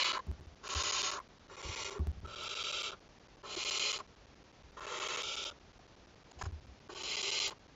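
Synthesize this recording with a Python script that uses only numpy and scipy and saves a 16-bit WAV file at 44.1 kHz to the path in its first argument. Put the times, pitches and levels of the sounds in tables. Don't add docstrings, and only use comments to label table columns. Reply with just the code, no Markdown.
import sys
import numpy as np
from scipy import signal
from scipy.fft import rfft, irfft
from scipy.io import wavfile

SR = 44100
rng = np.random.default_rng(int(sys.argv[2]) if len(sys.argv) > 2 else 0)


def master_out(mix):
    frames = np.transpose(np.atleast_2d(mix))
    ceiling = np.clip(frames, -1, 1)
    pcm = np.round(ceiling * 32767).astype(np.int16)
    wavfile.write(sys.argv[1], SR, pcm)


N = 341775
TIME = np.arange(N) / SR
HZ = np.fft.rfftfreq(N, 1 / SR)


def begging(turn_at_s=5.21, turn_length_s=0.033):
    # (start [s], length [s], swell time [s], later growth [dB/s], fade time [s],
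    # fade curve [1 = even, more = late and steep], level [dB], low band against that level [dB],
    # high band against that level [dB], opening puff [dB])
    hisses = [(-.3, 0.51, .28, 0, 0.24, 3.6, -32, -7.5, -10, 0),
              (0.63, 0.58, 0.21, 5.5, 0.21, 3, -38, -4, -0.9, -4),
              (1.493, .512, 0.48, 10, 0.17, 1.7, -42.5, -5, -3.5, 5),
              (2.243, .716, 0.48, 4.5, 0.13, 2.4, -39.5, -7.5, -8.5, 7),
              (3.433, 0.5915, 0.27, 14.5, 0.16, 2.74, -35.5, -11.5, -5, 14),
              (4.767, 0.767, .45, -1.5, .085, 2.6, -42, -1, -6, 5),
              (6.891, 0.65, .34, 13, .075, 0.99, -35, -12.5, -4.5, 15.5)]
    # (pitch [Hz], width [Hz], level [dB])
    pose_1 = [(378, 140, -14.5), (574, 140, -11.5), (846, 150, -15.5), (990, 79, -6), (1063, 72, 0.5),
              (1286, 160, -3.5), (1670, 370, -12), (2040, 140, -5), (2244, 90, -0.5), (2260, 98, -2),
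              (2454, 350, -4), (2710, 130, -2), (2970, 210, 0.5), (3330, 310, -3), (3430, 100, -3),
              (3830, 120, 0), (3880, 140, -9), (4130, 160, 2.5), (4200, 390, -8), (4570, 220, -4),
              (4845, 120, -15), (5070, 240, -11.9), (5390, 260, -11), (6020, 550, -13.5), (6500, 470, -18),
              (6829, 110, -9.5), (7140, 260, -15), (7300, 140, -25)]
    pose_2 = [(395, 99, -3.5), (592, 76, -5.5), (755, 76, -9), (934, 110, -7), (1080, 126, 0.7),
              (1330, 170, -2.5), (1590, 120, -10), (1686, 280, -11), (1928, 110, -12), (2000, 67, -5.5),
              (2170, 190, -10), (2350, 90, -5), (2486, 71, 2), (2670, 190, -6), (2880, 120, -2),
              (2990, 110, -5), (3144, 140, -5), (3650, 430, -4.5), (4170, 340, -3.5), (4470, 130, -2.5),
              (4920, 78, -2), (4850, 110, -9), (5070, 130, -7), (5360, 620, -9), (5800, 260, -9.9),
              (6411, 410, -5), (6630, 320, -4), (6960, 230, -3.5)]
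    pose_3 = [(386, 49, 2), (470, 100, -5), (595, 110, -8), (910, 180, -4.5), (1087, 150, -2),
              (1374, 105, -5), (1730, 170, -15), (2100, 310, -4.5), (2340, 250, -7), (2484, 96, -0.5),
              (2840, 160, -4.5), (3150, 250, -6.5), (3310, 110, -4.5), (3480, 240, -7), (3770, 160, -7),
              (3980, 110, -14), (4130, 160, -7), (4460, 230, -6), (4540, 100, -15), (4850, 130, -11),
              (5140, 390, -16), (5300, 90, -8), (5500, 130, -9), (5800, 350, -9), (6070, 630, -11),
              (6670, 450, -15), (6840, 140, -16), (7170, 300, -7.5)]
    pose_4 = [(390, 58, -7), (469, 100, -9.5), (587, 88, -5.5), (894, 120, -11), (1080, 100, -11.5),
              (1210, 99, -8), (1322, 66, -1), (1408, 166, -6), (1690, 160, -20.6), (1970, 140, -22),
              (2080, 190, -16), (2320, 190, -4.5), (2500, 100, -5.5), (2673, 89, -1), (2820, 210, -4),
              (2990, 99, -3), (3200, 240, -2), (3580, 220, -2), (3900, 120, 1.8), (4100, 99, -8),
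              (4400, 140, -12), (4640, 60, -2), (5100, 810, -13), (5750, 1400, -13.5), (6540, 93, -10.5),
              (6950, 400, -21), (7250, 300, -20), (7330, 120, -11)]
    pose_5 = [(380, 53, -7.5), (440, 91, -10.3), (589, 71, -11.5), (750, 82, -17.5), (870, 96, -17),
              (1059, 77, -8), (1140, 110, -18), (1290, 150, -12), (1420, 180, -18), (2146, 140, -8.5),
              (2445, 89, -4), (2480, 670, -10.8), (2730, 90, -8), (2800, 100, -8), (2990, 160, -2),
              (3210, 210, -4), (3430, 220, -8), (3690, 130, -8), (4090, 116, 2.5), (4380, 350, -6),
              (4770, 120, -8.5), (5120, 320, -8), (5760, 230, -7), (6190, 87, -7.5), (6460, 150, -18),
              (6640, 160, -8), (7000, 450, -9.5), (7420, 170, -16)]
    pose_6 = [(393, 58, -0.7), (482, 100, -3.5), (599, 60, -5), (923, 160, -7.5), (1056, 75, -1.8),
              (1140, 91, -8), (1310, 250, -8.5), (1360, 107, 0.5), (1680, 230, -12.5), (1905, 130, -9),
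              (2060, 120, -6), (2240, 290, -7.5), (2450, 500, -6.5), (2660, 130, -2), (2970, 220, -6.5),
              (3240, 280, -4), (3670, 240, -6), (3880, 180, -5), (4120, 190, -9), (4520, 280, -10),
              (4861, 330, -18), (5408, 720, -16), (5876, 520, -18), (6188, 110, -9), (6230, 200, -17),
              (6560, 95, -8), (6697, 140, -20), (7000, 690, -14)]
    pose_6_turned = [(401, 68, -7), (564, 140, -7), (890, 140, -13), (1200, 200, -14), (1320, 80, -3),
                     (1360, 110, -9), (1430, 150, -12.6), (1710, 130, -25), (2059, 450, -21),
                     (2288, 170, -7), (2480, 150, -9), (2670, 89, -2.9), (2910, 150, -0.5), (3190, 340, -2),
                     (3560, 210, -1.5), (3700, 77, -5), (3900, 190, -3), (4430, 240, -11.2),
                     (4720, 130, -7.5), (5100, 710, -8.5), (5361, 250, -9), (5698, 100, -10),
                     (5880, 220, -6.5), (6188, 160, -15), (6400, 130, -5.5), (6663, 160, -20),
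                     (7000, 160, -12.5), (7240, 440, -16)]
    pose_7 = [(407, 105, -4), (577, 113, -9), (750, 58, -11.5), (872, 55, -7), (1166, 290, -11.5),
              (1503, 130, -12.5), (2050, 60, -4.5), (2167, 93, -4.5), (2530, 520, -4.5), (2830, 180, -2),
              (2980, 100, 1), (3110, 85, 4.5), (3200, 91, -1), (3440, 210, -2), (3880, 300, -5.5),
              (4110, 104, 4.5), (4300, 160, -7), (4520, 370, -9.5), (4800, 240, -9), (5180, 390, -8.5),
              (5750, 130, -11), (5760, 140, -9), (6180, 120, -12.0), (6380, 180, -12.5), (6700, 170, -7),
              (7030, 130, -12), (7110, 140, -8.5), (7340, 150, -13)]
    poses = [pose_1, pose_2, pose_3, pose_4, pose_5, pose_6, pose_7]
    calls = [hiss(row, pose) for row, pose in zip(hisses, poses)]
    turned_call = hiss(hisses[5], pose_6_turned, low_change_db=-7)
    turn = np.clip((TIME - turn_at_s) / turn_length_s + .5, 0, 1)
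    calls[5] = np.sqrt(1 - turn) * calls[5] + np.sqrt(turn) * turned_call
    return rasp() * sum(calls)


def hiss(row, pose, low_change_db=0, low_hz=1880, high_hz=4700, open_s=0.0076, close_s=0.019):
    start, length, swell_s, growth, fade_s, curve, level_db, low_db, high_db, puff_db = row
    sounding = (TIME >= start) & (TIME <= start + length)
    t = TIME[sounding] - start
    time_left = length - t
    swell_db = -20 * np.clip(1 - t / swell_s, 0, 1) ** 3.07
    swell_db -= growth * np.maximum(time_left - fade_s, 0)
    fade_db = -29.5 * np.clip(1 - time_left / fade_s, 0, 1) ** curve
    opening_db = puff_db * np.exp(-t / .018)
    closing_db = 1.5 * np.exp(-((time_left - 0.029) / 0.019) ** 2)
    throaty_db = low_db + low_change_db + 0.31 * swell_db + .13 * fade_db + opening_db + closing_db
    flow = np.clip(t / open_s, 0, 1) * np.clip(time_left / close_s, 0, 1)
    air = rfft(rng.standard_normal(N)) * resonances(pose) * wall_echoes()
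    bands = HZ < low_hz, (HZ >= low_hz) & (HZ < high_hz), HZ >= high_hz
    low, middle, high = (unit(irfft(air * band, N)[sounding]) for band in bands)
    upper = amp(swell_db + fade_db) * (middle + amp(high_db) * high)
    out = np.zeros(N)
    out[sounding] = amp(level_db) * flow * (amp(throaty_db) * low + upper)
    return out


def rasp(depth_db=0.98, fastest_hz=170):
    flutter = noise(1 / (1 + (HZ / fastest_hz) ** 4))
    return unit(amp(-depth_db * flutter))


def wall_echoes(echo_db=-9.0, ring_s=0.12):
    t = np.arange(SR // 8) / SR
    echoes = rng.standard_normal(len(t)) * amp(-60 * t / ring_s)
    return abs(1 + amp(echo_db) * rfft(echoes / np.linalg.norm(echoes), N))


def falling_notes(octave_db=-19, waver=0.033):
    # (start [s], length [s], first pitch [Hz], last pitch [Hz], level [dB])
    notes = [(0.142, 0.043, 1384, 1240, -43), (0.158, 0.058, 1080, 975, -33.5),
             (1.15, .036, 1406, 1190, -44), (1.17, 0.051, 1114, 1050, -38), (1.949, 0.059, 461, 308, -42),
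             (1.971, 0.048, 1250, 1080, -50), (3.564, 0.022, 380, 353, -37),
             (3.996, 0.021, 1110, 1020, -38.5), (7.518, 0.023, 1130, 1010, -48)]
    out, wobble = np.zeros(N), noise(HZ < 120)
    for start, length, first_hz, last_hz, db in notes:
        progress = np.linspace(0, 1, int(length * SR))
        hz = first_hz + (last_hz - first_hz) * progress
        hz *= 1 + waver * wobble[int(start * SR):][:len(hz)]
        phase = 2 * np.pi * np.cumsum(hz) / SR
        swell = np.sin(np.pi * progress ** 0.82) ** 2
        add(out, start, amp(db) * swell * (np.sin(phase) + amp(octave_db) * np.sin(2 * phase)))
    return out


def footsteps(rumble_db=-20, rumble_s=1.0, knock_s=0.23):
    # (time [s], note level [dB], note pitch [Hz], rise time [s], knock level [dB])
    steps = [(0.269, -32, 73, 0.033, -46), (0.386, -44.5, 76, 0.019, -54.5), (.46, -46.5, 75, 0.017, -69),
             (0.75, -33, 74, 0.02, -57), (1.645, -40, 65, 0.015, -56), (1.691, -34, 77, 0.0069, -58),
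             (1.985, -28, 75, 0.029, -40), (2.065, -28, 73.3, 0.023, -47.5), (2.163, -41.5, 69, 0.012, -61),
             (2.231, -38.5, 72, 0.014, -54), (4.62, -54.5, 65, 0.028, -75), (6.365, -48, 69, 0.019, -63),
             (6.423, -35, 81.4, 0.013, -49), (6.455, -32.5, 86, 0.018, -50.5),
             (6.506, -38, 75.5, 0.033, -59), (6.657, -49, 64.5, 0.038, -64)]
    # (pitch [Hz], width [Hz], level [dB])
    box_tones = [(35, 30, -8), (60, 30, 1), (86, 51, 4.5), (135, 140, -16)]
    board_tones = [(172, 39, 5.5), (276, 90, -8), (373, 56, -0.5), (750, 550, -18)]
    t = np.arange(SR) / SR
    note, rumble_power, knock_power = np.zeros((3, N))
    for start, db, hz, rise_s, knock_db in steps:
        push = (t / rise_s * np.exp(1 - t / rise_s)) ** 3
        add(note, start, amp(db) * push * np.sin(2 * np.pi * hz * t))
        shake = amp(db - 60 * t / rumble_s) * (1 - np.exp(-t / rise_s))
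        add(rumble_power, start, shake ** 2)
        add(knock_power, start, amp(knock_db - 60 * t / knock_s) ** 2)
    rumble = amp(rumble_db) * np.sqrt(rumble_power) * noise(resonances(box_tones))
    knocks = np.sqrt(knock_power) * noise(resonances(board_tones))
    return note + rumble + knocks


def claw_scrapes():
    # (start [s], length [s], level [dB], brightness [0-1])
    scrapes = [(0.264, 0.011, -64, 0.4), (5.791, 0.01, -57.5, 0), (6.312, 0.013, -54, 0.65),
               (6.385, 0.031, -56, 0.8), (6.411, 0.018, -38.5, 0.27), (6.425, 0.028, -53, 0.63),
               (6.453, 0.015, -46.5, 0.26), (6.466, 0.0091, -56, 0.3)]
    # (pitch [Hz], width [Hz], level [dB])
    wood_tones = [(390, 290, -11), (744, 55, 8.5), (1034, 190, -1.5), (1450, 260, -8), (1670, 280, -9),
                  (2200, 400, -22)]
    litter_tones = [(2800, 1800, -2), (4060, 300, -2), (5100, 840, -0.5), (6730, 1100, 0)]
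    wood, litter = noise(resonances(wood_tones)), noise(resonances(litter_tones))
    out = np.zeros(N)
    for start, length, db, brightness in scrapes:
        blend = np.sqrt(1 - brightness ** 2) * wood + brightness * litter
        rub = blend[int(start * SR):][:int(length * SR)]
        add(out, start, amp(db) * unit(rub) * signal.windows.tukey(len(rub), .4))
    return out


def cut_outs(beat_s=.086276, late_s=.04641, early_s=.025864, gap_s=.0079, gap_db=-22, edge_s=.000025):
    beat = np.arange(1, N / SR / beat_s)
    stalls = beat // 4
    slips = np.floor(.432 + .25 * beat + .218 * stalls)
    times = -.04656 + beat_s * beat + late_s * stalls - early_s * slips
    volume = np.ones(N)
    for middle in times:
        volume[round((middle - gap_s / 2) * SR):round((middle + gap_s / 2) * SR)] = amp(gap_db)
    lag = np.exp(-1 / (edge_s * SR))
    return signal.lfilter([1 - lag], [1, -lag], volume)


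def camera_clicks():
    # (time [s], level [dB], fall time [s])
    clicks = [(0.2685, -45, .0005), (2.0713, -33.5, .002), (2.437, -36, .0001), (7.113, -35, .0001),
              (7.479, -25, 0.000065)]
    out, t = np.zeros(N), np.arange(SR // 20) / SR
    for start, db, fall_s in clicks:
        add(out, start, amp(db) * np.exp(-t / fall_s))
    return out


def microphone_hiss(level_db=-59.5):
    # (frequency [Hz], relative level [dB])
    colour = [(15, -28), (40, 1.5), (72, 0), (130, -4), (250, -6), (500, -8.5), (1000, -13), (2000, -17.5),
              (4000, -20.5), (6000, -23), (6700, -26.5), (7600, -36.5)]
    hz, db = np.transpose(colour)
    return amp(level_db) * noise(amp(np.interp(np.log(HZ + 1), np.log(hz), db)))


def amp(db):
    return 10 ** (np.asarray(db) / 20)


def unit(x):
    return x / np.sqrt(np.mean(x ** 2) + 1e-20)


def noise(gain):
    return unit(irfft(rfft(rng.standard_normal(N)) * gain, N))


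def resonances(tones):
    powers = (amp(db) ** 2 / (1 + (2 * (HZ - hz) / width) ** 2) ** 2 for hz, width, db in tones)
    return np.sqrt(sum(powers))


def add(mix, start_s, sound):
    part = mix[max(round(start_s * SR), 0):][:len(sound)]
    part += sound[:len(part)]


def lowpass(x, edge_hz):
    taps = signal.firwin(401, edge_hz, window=("kaiser", 7), fs=SR)
    return signal.oaconvolve(x, taps[None], "same")


def scene():
    return (begging() + falling_notes() + footsteps() + claw_scrapes() + microphone_hiss())[None]


def record(dry):
    chopped = lowpass(dry, edge_hz=7600) * cut_outs()
    return lowpass(chopped + camera_clicks(), edge_hz=15800)


dry = scene()
out = record(dry)
master_out(out)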